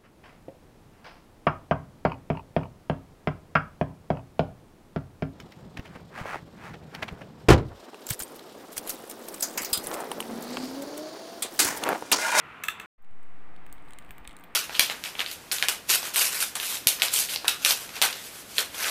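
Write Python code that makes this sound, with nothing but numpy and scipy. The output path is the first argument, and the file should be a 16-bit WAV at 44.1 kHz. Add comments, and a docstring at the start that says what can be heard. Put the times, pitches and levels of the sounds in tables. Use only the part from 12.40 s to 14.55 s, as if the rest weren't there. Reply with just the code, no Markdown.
"""Matchsticks dropped into a plastic bottle in a small, quiet room. Three hit the base of the nearly
empty bottle: a crack, a hollow thud, a faint ring of the air inside. The sound breaks off and fades
back in: fingers work a bunch of broken sticks into the neck, where they rub and tick against each
other and onto the pile. The hand bumps the bottle, over a soft room hum."""
import sys
import numpy as np
from scipy import signal
from scipy.fft import rfft, irfft, next_fast_len
from scipy.io import wavfile
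from scipy.ndimage import map_coordinates

SR = 44100
rng = np.random.default_rng(int(sys.argv[2]) if len(sys.argv) > 2 else 0)


def bounce(signal):
    """Save signal as a 16-bit WAV file at the path given by the first command-line argument."""
    frames = np.transpose(np.atleast_2d(signal))
    limited = np.clip(frames, -1, 1)
    pcm = np.round(limited * 32767).astype(np.int16)
    wavfile.write(sys.argv[1], SR, pcm)


N = 94815
BREAK_S, RESUME_S = 0.46, 0.579  # silent between


def knocks():
    """A stick grazes the base, strikes it with a crack and a hollow ring, then its other end lands."""
    # strikes: start_s, thud_db, crack_db
    strikes = [(0.2375, -26, -27), (0.2842, -16.5, -25.5), (.399, -31.5, -38)]
    # base modes: pitch_hz, level_db, t60_s
    base_modes = [(1293, -4.5, 0.045), (1707, 0, 0.017), (2072, -5, 0.014), (2472, -8.5, 0.014),
                  (2625, -1.5, 0.025), (2780, -7, 0.014), (3240, -11, .014), (3580, -15, 0.012),
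                  (4130, -19.5, 0.018)]
    # bottle air modes: pitch_hz, level_db (re thud), t60_s
    air_modes = [(1297, -27.5, 0.24), (2662, -28, 0.38), (3315, -33, 0.42), (3530, -21, 0.27),
                 (3790, -35.5, 0.24)]
    # crack spectrum: freq_hz, level_db
    crack_spectrum = [(300, -22), (1000, -8.5), (3500, 9.5), (4900, -12.5), (6100, 0.5), (7000, -1.5),
                      (7700, 5.5), (9400, -6.5), (10600, -0.5), (11700, -4.5), (13300, 2.5), (14400, -4.5),
                      (15100, 0.5)]
    lead_s, graze_db = 0.001095, -7.5
    flex_s, crack_t60_s, wander_rad = 0.0019, 0.022, 1.4
    settle_s, settle_db = 0.0115, -14.5
    out, t = np.zeros(N), np.arange(SR // 4) / SR - lead_s
    for start_s, thud_db, crack_db in strikes:
        swell = np.clip((t + lead_s) / (flex_s + lead_s), 0, 1) ** 2  # the base gives
        ring = sum((-1) ** k * amp(db) * decay(np.maximum(t - flex_s, 0), t60_s)
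                   * np.sin(2 * np.pi * hz * t) for k, (hz, db, t60_s) in enumerate(base_modes))
        air = sum(amp(db) * decay(t, t60_s)
                  * np.sin(2 * np.pi * hz * t + wander_rad * wobble(130)[:len(t)])
                  for hz, db, t60_s in air_modes)
        thud = amp(thud_db - 2) * (burst(ring * swell) + air)
        graze = amp(graze_db) * (t < 0)
        settle = amp(settle_db) * decay(t - settle_s, t60_s=0.11)
        contact = graze + decay(t, crack_t60_s) + settle
        crack = amp(crack_db) * burst(contact * noise(crack_spectrum, len(t)))
        add(out, start_s - lead_s, in_room(thud + crack, wet_db=-11))
    return out


def ticks():
    """Sticks touch in the neck and on the pile: a dry click, then brief chatter, in three bands."""
    # contacts: start_s, pitch_hz, body_db, snap_db, top_db
    contacts = [(0.6234, 2600, -74.5, -75, -67), (0.647, 2900, -64, -71.5, -89),
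                (0.7104, 2600, -63, -71.5, -87), (0.8308, 2550, -62, -63.5, -66),
                (1.1633, 3500, -56, -65.5, -70), (1.2652, 2300, -48.5, -55.5, -54),
                (1.2992, 2900, -62, -66, -87), (1.3268, 3800, -53, -42.5, -42.5),
                (1.3819, 3200, -57, -65.5, -83), (1.424, 2910, -67, -64.5, -89),
                (1.4847, 3350, -55, -72, -67), (1.5077, 2800, -50, -52, -60), (1.5231, 2940, -56, -58, -72),
                (1.5345, 3450, -49, -47, -65), (1.5632, 2740, -64, -75, -85),
                (1.5871, 2900, -43, -43, -50.5), (1.6242, 3170, -56, -63, -71),
                (1.6482, 2600, -53.5, -62, -63), (1.6635, 3080, -61, -68, -86),
                (1.6922, 2600, -52, -73, -60), (1.7078, 2530, -40, -48.5, -46.5),
                (1.7147, 2700, -63, -63, -50), (1.7819, 3130, -49.5, -53.5, -50.5),
                (1.8459, 2200, -61, -66, -61), (1.8508, 2870, -46.5, -68, -84),
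                (1.8524, 2820, -47.5, -69, -86), (1.8756, 3220, -39, -38.5, -49),
                (1.894, 3350, -48, -56, -68), (1.9007, 2780, -55, -70, -85), (1.9102, 3000, -48, -57, -75),
                (1.915, 2880, -59, -62, -83), (1.9183, 2930, -51, -68, -78), (1.9293, 3200, -62, -58, -68),
                (1.967, 3500, -51.5, -45.5, -54), (1.9886, 3500, -61, -58, -63),
                (1.9976, 3000, -65, -59, -56), (2.01, 2500, -61, -57.5, -73),
                (2.0388, 3070, -48.5, -56, -48.5), (2.0435, 2940, -57, -64, -55)]
    # stick body resonances: pitch_ratio, width_hz, level_db
    body_modes = [(.71, 420, 0), (.96, 480, -2), (1.14, 420, -1)]
    # snap resonances: centre_hz, width_hz, level_db
    snap = [(6850, 1000, -19), (8330, 1200, 0), (8800, 570, -2)]
    # top resonances: centre_hz, width_hz, level_db
    top = [(12300, 1800, -8.5), (13400, 920, 0), (15300, 370, 4.5)]
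    # tails of body, snap, top: chatter_gain, t60_s, room_db
    tails = [(0.69, 0.014, -15), (0.4, 0.0089, -18.5), (1, 0.02, -11)]
    trim_db, chatter_delay_s = -2.5, 0.0004
    out, t = np.zeros(N), np.arange(SR // 30) / SR
    for start_s, pitch_hz, *levels_db in contacts:
        body = [(ratio * pitch_hz, width_hz, db) for ratio, width_hz, db in body_modes]
        for band, (chatter_gain, t60_s, room_db), db in zip((body, snap, top), tails, levels_db):
            click = stick_click(band, len(t))
            rattle = rng.standard_normal(len(t)) * decay(t - chatter_delay_s, t60_s)
            chatter = signal.fftconvolve(click, rattle)[:len(t)]
            tick = burst(burst(click) + chatter_gain * burst(chatter))
            add(out, start_s, in_room(amp(db + trim_db) * tick, room_db))
    return out


def stick_click(resonances, size, detune=0.02):
    """One sharp contact through broad resonances, slightly different for each stick."""
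    hz = np.fft.rfftfreq(size, 1 / SR)
    power = np.zeros(len(hz))
    for centre_hz, width_hz, db in resonances:
        centre_hz = centre_hz * np.exp(rng.normal(0, detune))
        band = 2 * hz * width_hz / np.hypot(centre_hz ** 2 - hz ** 2, 2 * hz * width_hz)
        power += (amp(db) * band ** 2) ** 2
    # minimum phase: energy at the onset
    cepstrum = irfft(np.log(power + 1e-6) / 2, size)
    cepstrum[1:size // 2] *= 2
    cepstrum[size // 2 + 1:] = 0
    return irfft(np.exp(rfft(cepstrum)), size)


def rustle():
    """Tiny slips between the sticks pinched in the fingers."""
    # rubbing envelope: time_s, level_db
    rubbing = [(.6, -100), (.85, -80), (1.2, -86), (1.42, -79), (1.49, -64), (1.56, -98), (1.66, -70.5),
               (1.76, -74), (1.91, -87), (2.0, -81), (2.15, -74)]
    # slip spectrum: freq_hz, level_db
    spectrum = [(800, 1), (2500, 4), (5000, -25), (8500, 9.5), (11500, -14), (15000, 4)]
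    slips_per_s, scatter_db = 2200, 3
    slips = (rng.random(N) < slips_per_s / SR) * rng.standard_normal(N)
    slips *= amp(scatter_db * rng.standard_normal(N))
    grains = filtered(slips, lambda hz: amp(log_interp(spectrum, hz)))
    return envelope(rubbing) * unit_rms(in_room(grains, wet_db=-16)[:N])


def hand_bumps():
    """The hand nudges the bottle: low, quickly damped bumps over a faint rumble."""
    # bumps: start_s, level_db, pitch_hz
    bumps = [(0.649, -55.5, 109), (0.71, -43, 83), (1.302, -46, 32), (1.36, -46, 30), (1.694, -38.5, 36),
             (1.805, -40.5, 42), (1.876, -35, 35.5)]
    # rumble envelope: time_s, level_db
    rumble = [(.58, -78), (1.2, -70.5), (1.35, -59.5), (1.7, -60.5), (2.15, -71)]
    # rumble spectrum: freq_hz, level_db
    spectrum = [(15, -13), (30, 0.5), (70, -18), (130, -8.5), (250, -69), (600, -83)]
    rise_s, t60_cycles = 0.0022, 3.5
    out, t = np.zeros(N), np.arange(SR // 4) / SR
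    attack = 1 - np.exp(-t / rise_s)
    for start_s, db, hz in bumps:
        add(out, start_s, amp(db) * np.sin(2 * np.pi * hz * t) * decay(t, t60_cycles / hz) * attack)
    return out + envelope(rumble) * noise(spectrum, N)


def room_air():
    """Steady, soft air noise."""
    # air spectrum: freq_hz, level_db
    spectrum = [(24, -43), (40, -4.5), (69, -17.5), (87, -11), (166, -6.5), (266, -10), (309, -8.5),
                (397, -11), (438, -7), (535, -15.5), (686, -9.5), (797, -10), (1380, -1), (1600, -8.5),
                (2510, -9), (5050, -35.5), (15500, -45)]
    return amp(-46) * noise(spectrum, N)


def room_hum():
    """A wavering hum in soft air noise, fading in."""
    # hum tones: pitch_hz, level_db (re air noise)
    tones = [(172.3, -13.5), (224, -17), (291, -14), (405, -20.5), (506, -17), (706, -22.5), (823, -27),
             (1190, -15)]
    # air spectrum: freq_hz, level_db
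    spectrum = [(59, -3), (100, -10.5), (173, 0.5), (238, -4.5), (306, -2), (370, -7), (447, -7),
                (508, -8.5), (564, -11), (712, -3), (917, -5), (977, -7.5), (1180, -3.5), (1400, -8),
                (1920, -8), (2090, -8), (4750, -30.5), (6120, -37.5), (8060, -37), (11100, -39.5),
                (15500, -37)]
    # fade-in: time_s, level_db
    fade = [(.58, -71), (.66, -64), (.77, -60), (.88, -58), (1.06, -56.5), (1.27, -55), (1.5, -54),
            (1.83, -54), (2.15, -53)]
    wander_rad = 0.89
    t = np.arange(N) / SR
    hum = sum(amp(db) * np.sqrt(2) * np.sin(2 * np.pi * hz * t + wander_rad * wobble(9.16))
              for hz, db in tones)
    return envelope(fade) * (noise(spectrum, N) + hum)


def in_room(x, wet_db, build_s=0.0091):
    """Direct sound plus a fresh tail of decaying noise."""
    # room decay: freq_hz, t60_s
    room_decay = [(200, .35), (1300, 0.12), (3000, 0.25), (7000, .25), (15000, 0.14)]
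    hz, t, bins = signal.stft(rng.standard_normal(SR // 4), SR, nperseg=256)
    bins *= decay(t, log_interp(room_decay, hz)[:, None])
    impulse = signal.istft(bins, SR, nperseg=256)[1]
    impulse *= np.minimum(np.arange(len(impulse)) / SR / build_s, 1) ** 2
    impulse *= amp(wet_db) / np.linalg.norm(impulse)
    impulse[0] += 1  # direct path
    return signal.fftconvolve(x, impulse)


def amp(db):
    """Decibels to gain."""
    return 10 ** (np.asarray(db) / 20)


def unit_rms(x):
    """Scale to rms 1."""
    return x / np.sqrt(np.mean(x ** 2) + 1e-20)


def burst(x):
    """Scale to the energy of 3 ms at rms 1."""
    return x / np.sqrt(np.sum(x ** 2) / (0.003 * SR) + 1e-20)


def log_interp(points, hz):
    """Interpolate (freq_hz, value) points on a log axis."""
    freq_hz, values = np.transpose(points)
    return np.interp(np.log(hz + 1), np.log(freq_hz + 1), values)


def envelope(points):
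    """Gain per sample from (time_s, level_db) points."""
    return amp(np.interp(np.arange(N) / SR, *np.transpose(points)))


def filtered(x, response):
    """Zero-phase filter of gain response(hz)."""
    size = next_fast_len(len(x) + 8192)
    return irfft(rfft(x, size) * response(np.fft.rfftfreq(size, 1 / SR)), size)[:len(x)]


def noise(spectrum, size):
    """Coloured noise of rms 1."""
    return unit_rms(filtered(rng.standard_normal(size), lambda hz: amp(log_interp(spectrum, hz))))


def wobble(knots_per_s):
    """Smooth random curve."""
    knots = rng.standard_normal(int(N * knots_per_s / SR) + 4)
    return map_coordinates(knots, [np.arange(N) * knots_per_s / SR])


def decay(t, t60_s):
    """Exponential decay from t = 0, silent before."""
    return (t >= 0) * np.exp(-np.log(1000) * np.abs(t) / t60_s)


def add(track, start_s, x):
    """Mix x into the track."""
    part = track[round(start_s * SR):][:len(x)]
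    part += x[:len(part)]


def scene():
    """Knocks in the nearly empty bottle, a short silence, then the filling; mono."""
    fade_s = 0.0065
    t = np.arange(N) / SR
    empty = knocks() + room_air()
    filling = ticks() + rustle() + hand_bumps() + room_hum()
    fade_in = np.clip((t - RESUME_S) / fade_s, 0, 1)
    return (empty * (t < BREAK_S) + filling * fade_in)[None]


def record(dry):
    """A DC offset swings negative after the silence and creeps back; steep low-pass."""
    offset_gain, rise_s, fall_s, cutoff_hz = -0.04, 0.1, 0.91, 15550
    since_s = np.maximum(np.arange(N) / SR - RESUME_S, 0)
    rise = 1 - np.exp(-(since_s / rise_s) ** 1.43)
    offset = offset_gain * rise * np.exp(-(since_s / fall_s) ** 2)
    return filtered(dry[0] + offset, lambda hz: 1 / (1 + (hz / cutoff_hz) ** 200))[None]


dry = scene()
out = record(dry)
bounce(out)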